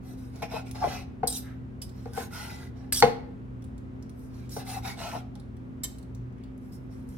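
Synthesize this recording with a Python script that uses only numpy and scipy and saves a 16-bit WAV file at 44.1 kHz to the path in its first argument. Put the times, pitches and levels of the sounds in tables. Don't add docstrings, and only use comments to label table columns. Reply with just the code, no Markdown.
import sys
import numpy as np
from scipy import signal
from scipy.fft import rfft, irfft, next_fast_len
from scipy.io import wavfile
from scipy.ndimage import uniform_filter1d, map_coordinates

SR = 44100
rng = np.random.default_rng(int(sys.argv[2]) if len(sys.argv) > 2 else 0)


def store_wav(level_fs):
    pcm = np.round(np.clip(np.atleast_2d(level_fs), -1, 1) * 32767)
    wavfile.write(sys.argv[1], SR, pcm.T.astype(np.int16))


N = 316269
TOP_HZ = 16900

# (f/Hz, level/dB, waver of the phase/rad)
MOTOR_HUM = [(57, -50, 0.84), (120.4, -43, 1.6), (196.1, -53.5, 0.35), (221.9, -52.5, 2.2),
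             (257.5, -45, 0.46), (371, -61, 0.76)]
# (f/Hz, level/dB)
AIR_COLOUR = [(20, -19), (35, -14.5), (55, -1), (85, 2.5), (115, -10), (150, -2.5), (250, -7), (400, -13),
              (650, -22.5), (1400, -28.5), (2400, -37), (4600, -50.5), (12000, -59.5), (16000, -61.5)]
# (f/Hz, likeness)
AIR_ALIKE = [(60, 1), (180, 0.29), (550, -0.015), (1650, -0.46), (4970, 0.39), (15000, -0.33)]

# (f/Hz, t60/s)
KITCHEN_DECAY = [(150, 0.99), (700, 0.51), (3000, 0.48), (8000, 0.3), (15000, 0.28)]
# (f/Hz, likeness)
ECHO_ALIKE = [(200, 0.075), (800, 0.033), (4000, 0.057), (7000, 0.038), (9500, 0.72), (12000, 0.0028),
              (14000, 1)]
# (f/Hz, lead of left/rad)
PORT_PHASE = [(200, 0), (750, .45), (2000, -.3), (3000, -.7), (5000, -2.3), (7000, -1.8), (8000, -1.1),
              (9100, -.15), (10700, .15), (12000, 1.7), (13000, 2.6), (14300, 3.1), (15500, 3.7)]
# (f/Hz, left minus right/dB)
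PORT_TILT = [(100, 3.5), (700, 3.5), (1200, -1), (2400, 0.5), (4500, -5), (8000, -1), (13000, 0)]
ECHO_TURN_HZ = 1.1

# (t of the peak/s, length/s, level/dB, centre f/Hz)
RUSTLES = [(1.485, 0.18, -57.5, 1560), (6.432, 0.2, -72, 2100), (6.64, 0.12, -85, 2185)]
RUSTLE_WIDTH_HZ = 1100

# (t/s, level/dB, f/Hz)
CLEAR_TICKS = [(0.359, -40, 5800), (0.7125, -27, 9100), (1.8935, -39, 8100), (2.1345, -31.5, 5300),
               (3.6226, -46, 3020), (3.642, -41.5, 8200), (3.7797, -47, 7900), (4.0256, -44.5, 5300),
               (4.095, -44.5, 9030), (4.1933, -49, 11700), (4.4934, -39, 7100), (5.3541, -40.5, 3290),
               (5.399, -40.5, 4010), (5.5677, -50.5, 3390), (5.985, -40, 8800), (6.028, -41, 8360),
               (6.149, -41, 6000), (6.383, -57, 3000), (6.4373, -46.5, 3090), (6.578, -48.5, 11100),
               (7.0892, -43, 8920)]
# (start t/s, end t/s)
HANDLING = [(3.901, 4.3), (6.299, 6.8)]
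# (f/Hz, level/dB)
MOIST_COLOUR = [(500, -27), (2000, -8), (5000, 1.5), (9000, -4), (12500, -4), (16000, 3)]
FAINT_DB, FAINT_SPREAD_DB = -66, 3
FAINT_HZ, FAINT_SPREAD_OCT = 6840, 0.5

# (f/Hz, width/Hz, level/dB)
BLADE_MODES = [(2900, 13, -11.5), (3840, 130, -2), (5110, 150, -4.5), (5100, 80, -5.5), (7200, 54, -8.5),
               (7060, 58, -7.5), (7940, 110, -7), (8330, 160, 0), (8800, 150, -7.5), (9500, 120, -4.5),
               (9730, 240, -8.5), (10860, 160, -1.5), (12400, 400, -5.5)]
# (f/Hz, level/dB)
SCRAPE_COLOUR = [(200, -20.5), (700, -10.5), (1800, -7), (2600, -10), (3800, -4), (5300, 2), (6800, -4),
                 (9000, 1), (11000, -3), (12700, 4.5), (14000, 7), (16000, -2.5)]
# (t/s, level/dB)
SLIDES = [
    [(1.277, -40.5), (1.295, -41.5), (1.32, -37.5), (1.338, -39), (1.355, -39.5), (1.385, -37.5),
     (1.41, -54.5), (1.44, -69.5)],
    [(2.93, -36.5), (2.948, -32.5), (2.962, -30), (2.978, -30), (2.99, -33), (3.0, -30), (3.015, -45.5)],
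]
SLIDE_TREBLE_DB = [-2, -6]
# (start t/s, length/s, level/dB, first f/Hz, last f/Hz)
SQUEAKS = [(1.27, 0.026, -40, 4240, 3800), (1.28, 0.022, -48, 5100, 5600), (1.28, 0.036, -37, 8000, 8480),
           (1.292, .02, -39.5, 9600, 9200), (1.312, 0.023, -41.5, 7200, 9800),
           (1.312, 0.031, -46.5, 3800, 3800), (1.319, 0.012, -40, 8000, 6900),
           (1.326, 0.052, -43.5, 5480, 6400), (1.337, 0.0325, -43.5, 4230, 3300),
           (1.335, 0.064, -60, 2750, 2600), (1.272, 0.035, -53, 3350, 3400),
           (1.335, 0.046, -54, 5050, 4750), (1.325, .06, -49, 6550, 7700),
           (1.345, 0.028, -44.5, 8700, 9850), (1.345, 0.062, -42.5, 12600, 13000),
           (1.364, 0.017, -50, 3900, 4100), (1.32, .075, -58, 3500, 2700), (2.924, 0.032, -37, 4830, 4500),
           (2.95, 0.023, -41.5, 3850, 2900), (2.971, 0.0091, -37, 2980, 3800),
           (2.969, 0.02, -32, 5500, 5900), (2.966, 0.018, -35, 8600, 9830), (2.966, .016, -36, 7400, 8300),
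           (2.98, 0.02, -38, 5400, 4700), (2.989, 0.016, -34.5, 8850, 8700)]
SQUEAK_FUZZ, SQUEAK_FUZZ_RATE, SQUEAK_EDGE = 0.36, 490, 0.38

# (t/s, chatter level/dB, low chatter level/dB, chatter t60/s, strongest ring f/Hz,
# fork ring level/dB, fork pitch ratio, f below which the meat muffles the tines/Hz)
CLINKS = [(1.2723, -39.5, -21, 0.046, 8900, -48.5, 1, 2500),
          (1.816, -56, -3.5, 0.11, 9550, -34.5, 0.68, 5200),
          (2.9233, -37.5, 2.5, 0.03, 8735, -41, 0.97, 600), (5.834, -46.5, -8, 0.053, 7780, -36, 1, 605),
          (5.841, -52, -22, 0.032, 7700, -39, 0.84, 600)]
# (f/Hz, level/dB, t60/s)
FORK_MODES = [(760, -11, 0.054), (1200, -12, .08), (1840, -15.5, 0.046), (2160, -11.5, 0.12),
              (2780, -16, 0.041), (3080, -14, .09), (3690, -2.5, 0.075), (4000, -5.5, 0.06),
              (4440, -3, 0.07), (4920, -5.5, 0.08), (5430, -5, 0.082), (5960, -9, 0.059), (6880, 1, 0.063),
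              (7500, 1, 0.097), (8800, -7.5, .08), (10900, -3.5, 0.041), (11600, -8, .06)]
RATTLE_RAD, RATTLE_RATE = 0.7, 230

# (f/Hz, level/dB, t60/s)
BOARD_MODES = [(68, -21.5, 0.17), (142, -12, 0.13), (232, -12.5, 0.11), (300, -16, 0.1), (457, -7, 0.11),
               (478.4, -9, 0.12), (574, -11.5, 0.083), (684, -20, 0.011), (719, -12.5, 0.1),
               (815, -11, 0.14), (1044, -13, 0.08), (1386, -8, 0.021), (1470, -9.5, 0.03),
               (2069, -8.5, 0.02), (4000, -7.5, 0.0078), (4350, 0.5, 0.0088)]
# (t/s, level/dB, struck spot f/Hz, contact cut-off f/Hz, low modes level/dB, crack level/dB)
KNOCKS = [(0.424, -28.5, 702, 2000, 0.5, -1.5), (.538, -29, 455, 550, 1.5, -30),
          (.756, -41, 761, 2500, 6.5, 3.5), (0.8403, -14, 732, 850, -10, -16.5),
          (.868, -26, 597, 700, 2, -28), (1.232, -17, 760, 900, -3.5, -30),
          (2.057, -31.5, 770, 1220, 4.5, -12), (2.1748, -22.5, 789, 2000, 0.5, -19),
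          (3.0209, -23.5, 880, 797, -4, -31.5), (3.0245, -4, 844, 2500, -8, 1),
          (3.033, -10, 480, 450, -4.5, -29.5), (3.075, -23, 740.5, 800, 8.5, -19),
          (4.565, -26, 760, 1250, 4, -20), (5.154, -30.5, 644, 1310, 0, -23),
          (5.355, -49, 809, 2490, -10, -19)]
# (f/Hz, lead of left/rad)
BOARD_PHASE = [(100, -0.91), (450, 0.81), (800, 0.49), (1200, -1.4), (2000, -0.91), (3500, -1.5)]
# (f/Hz, level/dB)
CRACK_COLOUR = [(200, -8), (1150, -2), (1520, 11.5), (1750, 4), (2020, 12.5), (2400, -0.5), (3200, -7),
                (4200, 5.5), (5200, -2.5), (6300, -6.5), (7500, -21), (14000, -30)]

# (start t/s, length/s, rise/s, board drone level/dB, crust rasp level/dB,
# edge hiss level/dB, pinched blade's ring f/Hz, that ring's level/dB, rubbed spot f/Hz)
STROKES = [ (0, 0.2, 0.11, -64, -62, -57, 2400, -15, 690),
           (0.16, 0.21, 0.03, -73, -68.5, -63.5, 2550, -13, 704),
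           (0.306, 0.22, 0.073, -57, -59.5, -61, 2560, -13, 740),
           (0.418, 0.059, 0.0049, -32, -36, -46, 2370, 12, 713),
           (0.476, 0.17, 0.096, -42, -42, -49, 2520, 1, 790),
           (0.64, 0.12, 0.037, -70, -57, -59, 2430, 5, 780),
           (0.744, 0.27, 0.0056, -49, -52.5, -60, 1260, -11, 780),
           (0.797, 0.27, 0.14, -44.5, -42.5, -47, 2500, 0, 780),
           (1.912, 0.31, 0.092, -86, -65, -63, 1730, -22, 800),
           (2.114, 0.19, 0.1, -45.5, -44.5, -42.5, 1560, 2, 800),
           (2.291, 0.43, 0.074, -50.5, -45.5, -46, 2000, -1, 830),
           (2.32, 0.25, 0.063, -62.5, -52.5, -65, 1488, 10, 881),
           (2.737, 0.19, 0.043, -61.5, -64.5, -75, 1750, -1, 795),
           (4.119, 0.22, 0.12, -90, -89, -62, 2220, -3, 800),
           (4.274, 0.27, 0.11, -80, -63, -64.5, 2190, -22, 793),
           (4.485, 0.16, 0.048, -74, -58, -43, 4000, 6, 800),
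           (4.54, 0.12, 0.099, -43, -44.5, -50, 2760, -8, 780),
           (4.629, 0.2, 0.097, -44.5, -44, -41, 2210, -13, 810),
           (4.813, 0.16, 0.066, -44, -41, -44.5, 2220, -1, 835),
           (4.946, 0.2, 0.081, -39.5, -42.5, -46, 2870, -7, 743),
           (5.053, 0.19, 0.096, -49.5, -44.5, -49, 1230, 1.5, 725),
           (6.58, 0.49, 0.087, -91.5, -94, -67.5, 2080, -3, 800),
           (6.713, 0.099, 0.021, -79, -82, -58.5, 2080, -1, 800),
           (6.892, 0.21, 0.03, -78, -73.5, -67.5, 2100, -7, 797),
           (7.051, 0.22, 0.066, -86, -72, -63, 2100, -7, 810), ]
# (t of hardest pressure/s, length/s, level/dB, f/Hz)
DRAGS = [(0.528, 0.045, -37, 720), (0.565, 0.085, -37, 770), (0.826, 0.035, -31, 800),
         (0.871, 0.032, -43, 704), (4.777, 0.07, -43, 790), (4.873, 0.063, -41, 790),
         (5.149, 0.089, -37.5, 725)]
# (f/Hz, level/dB)
RASP_COLOUR = [(300, -23), (800, -14.5), (1100, -8), (1400, 5.5), (1750, -4.5), (2100, -2.5), (2600, -3),
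               (3300, -5), (3900, -1.5), (4600, -4.5), (5300, -3), (7500, -14.5), (14000, -43.5)]
# (f/Hz, level/dB)
HISS_COLOUR = [(1500, -32.5), (4000, -8), (5500, 0.5), (7000, -4.5), (9000, -2), (11000, -6), (12700, 3),
               (14000, 0.5), (16000, -4.5)]
# (f/Hz, level/dB)
DRONE_COLOUR = [(150, -8), (350, -2.5), (450, 3), (590, 2), (800, 4), (1100, -5), (1400, -11), (1650, -12),
                (2500, -7.5)]
STOP_S = 0.095
DRONE_SAG_DB_PER_S, RASP_SAG_DB_PER_S, HISS_SAG_DB_PER_S = 30, 33.5, 51
FIBRE_RATE, FIBRE_HZ, FIBRE_CYCLES, FIBRE_DB = 330, 2730, 30, -6.5
FIBRE_SPREAD_OCT, FIBRE_SPREAD_DB = 0.65, 4
DRONE_DRIFT, DRONE_DRIFT_RATE = 0.03, 13
BLADE_WIDTH_HZ, SPOT_WIDTH_HZ = 140, 115
SPOT_DB = 3


def amp(db):
    return 10 ** (np.asarray(db) / 20)


def unit(x):
    return x / np.sqrt(np.mean(x ** 2) + 1e-20)


def along(points, hz):
    f, v = np.transpose(points)
    return np.interp(np.log(hz + 1), np.log(f + 1), v)


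def curves(rows):
    s, *cols = np.transpose(rows)
    return np.array([np.interp(np.arange(N) / SR, s, c) for c in cols])


def during(rows):
    t = np.arange(N) / SR
    return np.clip(np.minimum(t - rows[0][0], rows[-1][0] - t) / .005 + 1, 0, 1)


def ease(u):
    return np.sin(np.pi / 2 * np.clip(u, 0, 1)) ** 2


def wobble(rate, size=N):
    knots = rng.standard_normal(int(size * rate / SR) + 4)
    return map_coordinates(knots, [np.arange(size) * rate / SR])


def filtered(x, response):
    n = x.shape[-1]
    m = next_fast_len(n + 8192)
    return irfft(rfft(x, m) * response(np.fft.rfftfreq(m, 1 / SR)), m)[..., :n]


def coloured(x, spectrum):
    return filtered(x, lambda hz: amp(along(spectrum, hz)))


def resonances(modes, hz):
    return sum((-1) ** k * amp(db) * 1j * hz * w / (c * c - hz * hz + 1j * hz * w)
               for k, (c, w, db) in enumerate(modes))


def add(track, s, sound):
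    part = track[max(round(s * SR), 0):][:len(sound)]
    part += sound[:len(part)]


def slips(rate, spread_db):
    hit = rng.random(N) < rate / SR
    return unit(hit * rng.standard_normal(N) * amp(spread_db * rng.standard_normal(N)))


def shifting(x, patchy_db):
    z = signal.stft(x, nperseg=512)[2]
    field = rng.standard_normal(z.shape)
    field = uniform_filter1d(field, size=4, axis=0)
    field = uniform_filter1d(field, size=12, axis=1)
    return unit(signal.istft(z * amp(patchy_db * unit(field)), nperseg=512)[1][:N])


def paired(noises, alike):
    turn = lambda hz: np.arccos(np.clip(along(alike, hz), -1, 1)) / 2
    mid, side = filtered(noises, lambda hz: np.array([np.cos(turn(hz)), np.sin(turn(hz))]))
    return np.array([mid + side, mid - side])


def leading(pair, phase):
    sides = np.array([[.5], [-.5]])
    return filtered(pair, lambda hz: np.exp(1j * sides * along(phase, hz)))


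def background(waver_rate=9, flutter_db=2.5, swell_db=0.3):
    t = np.arange(N) / SR
    hum = 0
    for hz, db, waver in MOTOR_HUM:
        phase = 2 * np.pi * (hz * t + rng.random()) + waver * wobble(waver_rate)
        hum = hum + amp(db + flutter_db * wobble(5.8)) * np.sin(phase)
    rush = unit(coloured(paired(rng.standard_normal((2, N)), AIR_ALIKE), AIR_COLOUR))
    return amp(-44 + swell_db * wobble(3.6)) * rush + hum


def echoes(early_db, early_t60, late_db):
    hz, t, z = signal.stft(rng.standard_normal((2, SR // 2)), SR, nperseg=256)
    decay = amp(-60 * t / along(KITCHEN_DECAY, hz)[:, None])
    late = signal.istft(z * decay, SR, nperseg=256)[1]
    t = np.arange(late.shape[1]) / SR
    early = rng.standard_normal(late.shape) * amp(-60 * t / early_t60) * (t > .002)
    late = late * (1 - np.exp(-t / 0.0062))
    return paired(amp(early_db) * unit(early) + amp(late_db) * unit(late), ECHO_ALIKE) / np.sqrt(len(t))


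def kitchen(x, early_db, late_db, early_t60=0.037):
    turn = 2 * np.pi * ECHO_TURN_HZ * np.arange(N) / SR
    heard = x
    for share in (np.cos(turn), np.sin(turn)):
        pattern = echoes(early_db, early_t60, late_db)
        heard = heard + signal.fftconvolve((share * x)[None], pattern, axes=1)[:, :N]
    sides = np.array([[.5], [-.5]])
    return filtered(heard, lambda hz: amp(sides * along(PORT_TILT, hz))
                    * np.exp(1j * sides * along(PORT_PHASE, hz)))


def rustles():
    track = np.zeros(N)
    for s, length, db, centre_hz in RUSTLES:
        u = np.arange(int(length * SR)) / (length * SR)
        band = lambda hz: resonances([(centre_hz, RUSTLE_WIDTH_HZ, 0)], hz) ** 2
        rub = filtered(rng.standard_normal(len(u)), band)
        add(track, s - length / 2, amp(db) * unit(rub) * np.sin(np.pi * u) ** 2)
    return track


def faint_ticks(count=4):
    rows = []
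    for start, end in HANDLING:
        for _ in range(count):
            s = rng.uniform(start, end)
            db = FAINT_DB + FAINT_SPREAD_DB * rng.standard_normal()
            rows.append((s, db, FAINT_HZ * 2 ** (FAINT_SPREAD_OCT * rng.standard_normal())))
    return rows


def ticks(t60=0.0098, ring_db=13, width_hz=1200):
    track, t = np.zeros(N), np.arange(SR // 16) / SR
    for s, db, pitch in list(CLEAR_TICKS) + faint_ticks():
        snap = coloured(rng.standard_normal(len(t)) * amp(-60 * t / t60), MOIST_COLOUR)
        snap = filtered(snap, lambda hz: 2.5 + resonances([(pitch, width_hz, ring_db)], hz))
        add(track, s, amp(db) * snap / np.abs(snap).max())
    return track


def steel(drive, ring_db=9):
    modes = [(hz, width, db + 2 * rng.standard_normal()) for hz, width, db in BLADE_MODES]
    ring = filtered(drive, lambda hz: resonances(modes, hz))
    return coloured(drive, SCRAPE_COLOUR) + amp(ring_db) * ring


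def slides(low_db=-5):
    track = np.zeros(N)
    for rows, treble_db in zip(SLIDES, SLIDE_TREBLE_DB):
        db, = curves(rows)
        rub = steel(slips(3700, 3) * amp(2 * wobble(200)), ring_db=2.5)
        rub = coloured(rub, [(2400, low_db), (3400, 0.0023), (6000, 0.0056), (12500, treble_db)])
        track += during(rows) * amp(db) * shifting(rub, 2.8)
    return track


def squeaks():
    track = np.zeros(N)
    for s, length, db, first_hz, last_hz in SQUEAKS:
        u = np.arange(int(length * SR)) / (length * SR)
        phase = 2 * np.pi * np.cumsum(first_hz + (last_hz - first_hz) * u) / SR
        fuzz = SQUEAK_FUZZ * (wobble(SQUEAK_FUZZ_RATE, len(u)) + 1j * wobble(SQUEAK_FUZZ_RATE, len(u)))
        tone = unit(np.real((1 + fuzz) * np.exp(1j * phase)))
        add(track, s, amp(db) * tone * ease(u / SQUEAK_EDGE) * ease((1 - u) / SQUEAK_EDGE))
    return track


def clinks(rise=0.0012, main_db=10, main_width_hz=180, fork_rise=0.0019):
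    track, t = np.zeros(N), np.arange(SR // 3) / SR
    for s, db, low_db, t60, main_hz, fork_db, ratio, muffle_hz in CLINKS:
        chatter = slips(9000, 2)[:len(t)] * amp(-60 * t / t60) * (1 - np.exp(-t / rise))
        main = filtered(chatter, lambda hz: resonances([(main_hz, main_width_hz, main_db)], hz))
        ring = coloured(steel(chatter) + main, [(2600, low_db + 2.5), (4500, -0.88), (8000, 0.79)])
        tines = 0
        for hz, level, decay in FORK_MODES:
            size = amp(level + rng.normal(0, 1) - 60 * t / decay)
            phase = 2 * np.pi * (hz * ratio * t + rng.random()) + RATTLE_RAD * wobble(RATTLE_RATE, len(t))
            tines = tines + size * np.sin(phase)
        muffle = lambda hz: (1j * hz / (muffle_hz + 1j * hz)) * hz ** 2 / np.hypot(hz ** 2, muffle_hz ** 2)
        tines = filtered(tines * (1 - np.exp(-t / fork_rise)), muffle)
        add(track, s, amp(db) * unit(ring) + amp(fork_db) * tines)
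    return track


def knocks(spot_db=2, spot_t60=0.048, crack_t60=0.005, click_s=0.0007, click_db=10,
           low_rise=0.0027, low_hz=600, thud_db=-20, thud_t60=0.22):
    track, t = np.zeros(N), np.arange(SR // 2) / SR
    for s, db, spot_hz, cut_hz, low_db, crack_db in KNOCKS:
        contact = lambda hz: 1 / np.hypot(1, (hz / cut_hz) ** 2)
        ring = amp(spot_db - 60 * t / spot_t60) * np.sin(2 * np.pi * spot_hz * t) * (1 - np.exp(-t / 0.0034))
        for hz, level, t60 in BOARD_MODES:
            low = hz < low_hz
            size = amp(level + low * low_db + rng.normal(0, 1)) * contact(hz)
            onset = 1 - np.exp(-t / (low_rise if low else .0007))
            ring += size * amp(-60 * t / t60) * np.sin(2 * np.pi * hz * t) * onset
        thud = unit(filtered(rng.standard_normal(len(t)), contact)) * amp(thud_db - 60 * t / thud_t60)
        bite = rng.standard_normal(len(t)) * amp(-60 * t / crack_t60)
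        add(bite, click_s, [amp(click_db)])
        crack = coloured(bite, CRACK_COLOUR)
        add(track, s, amp(db) * (ring / np.abs(ring).max() + thud + amp(crack_db) * crack))
    return track


def fibres():
    count = 4000
    track, t = np.zeros(N), np.arange(SR // 40) / SR
    gap, pitch, size = rng.exponential(1, count), rng.standard_normal(count), rng.standard_normal(count)
    for s, octaves, spread in zip(np.cumsum(gap) / FIBRE_RATE, pitch, size):
        cycles = min(FIBRE_HZ * 2 ** (FIBRE_SPREAD_OCT * octaves), TOP_HZ) * t
        level = FIBRE_SPREAD_DB * spread - 60 * cycles / FIBRE_CYCLES
        add(track, s, amp(level) * np.sin(2 * np.pi * cycles))
    return unit(track)


def drifting(x):
    read = np.cumsum(1 + DRONE_DRIFT * wobble(DRONE_DRIFT_RATE))
    return np.interp(read, np.arange(N), x, period=N)


def judder(spot_hz, size, skirt_hz=700):
    ring = lambda hz: (resonances([(spot_hz, SPOT_WIDTH_HZ, 0)], hz)
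                       * resonances([(spot_hz, skirt_hz, 0)], hz))
    return unit(filtered(rng.standard_normal(SR), ring)[:size])


def board_body(damping_hz=70, patchy_db=2.2):
    wood = [(hz, np.log(1000) / np.pi / t60 + damping_hz, db + 20 * np.log10(t60))
            for hz, db, t60 in BOARD_MODES]
    rubbed = filtered(slips(3500, 2.3), lambda hz: resonances(wood, hz))
    return drifting(shifting(coloured(rubbed, DRONE_COLOUR), patchy_db))


def sawing(sweep_depth=0.083, near_ms=0.75, travel_ms=0.58, catch_db=0.5, catch_rate=170, patchy_db=3.6):
    body = board_body()
    crust = shifting(coloured(slips(4500, 1.3), RASP_COLOUR), patchy_db) + amp(FIBRE_DB) * fibres()
    edge = shifting(coloured(slips(9000, 1.9), HISS_COLOUR), patchy_db)
    t = np.arange(N) / SR
    drag, tearing, travel = np.zeros((3, N))
    for s, length, rise, drone_db, rasp_db, hiss_db, ring_hz, ring_db, spot_hz in STROKES:
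        now = (t >= s) & (t < s + length)
        age = t[now] - s
        speed = ease(age / rise) * ease((length - age) / STOP_S)
        pinched = lambda hz: 0.5 + resonances([(ring_hz, BLADE_WIDTH_HZ, ring_db)], hz)
        rasp = amp(rasp_db - RASP_SAG_DB_PER_S * age) * unit(filtered(crust[now], pinched))
        hiss = amp(hiss_db - HISS_SAG_DB_PER_S * age) * edge[now]
        tearing[now] += speed * (rasp + hiss)
        drone = unit(body[now] + amp(SPOT_DB) * judder(spot_hz, len(age)))
        drag[now] += speed * amp(drone_db - DRONE_SAG_DB_PER_S * age) * drone
        travel[now] = age / length
    for s, length, db, spot_hz in DRAGS:
        press = np.hanning(int(length * SR))
        add(drag, s - length / 2, amp(db) * press * judder(spot_hz, len(press)))
    mirrored = np.interp(t - (near_ms + travel_ms * travel) / 10 ** 3, t, tearing)
    return amp(catch_db * wobble(catch_rate)) * (tearing + sweep_depth * mirrored + drag)


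def scene():
    hum = background()
    juice = kitchen(ticks() + rustles(), early_db=-1.5, late_db=-5)
    cutlery = kitchen(clinks() + slides() + squeaks(), early_db=-3.0, late_db=-10.5)
    blows = leading(kitchen(knocks(), early_db=-6, late_db=-13.5), BOARD_PHASE)
    cutting = kitchen(sawing(), early_db=0.5, late_db=-10.5)
    return cutting + blows + cutlery + juice + hum


def record(dry):
    return filtered(dry, lambda hz: np.clip((TOP_HZ - hz) / 900, 0, 1) ** 2)


dry = scene()
out = record(dry)
store_wav(out)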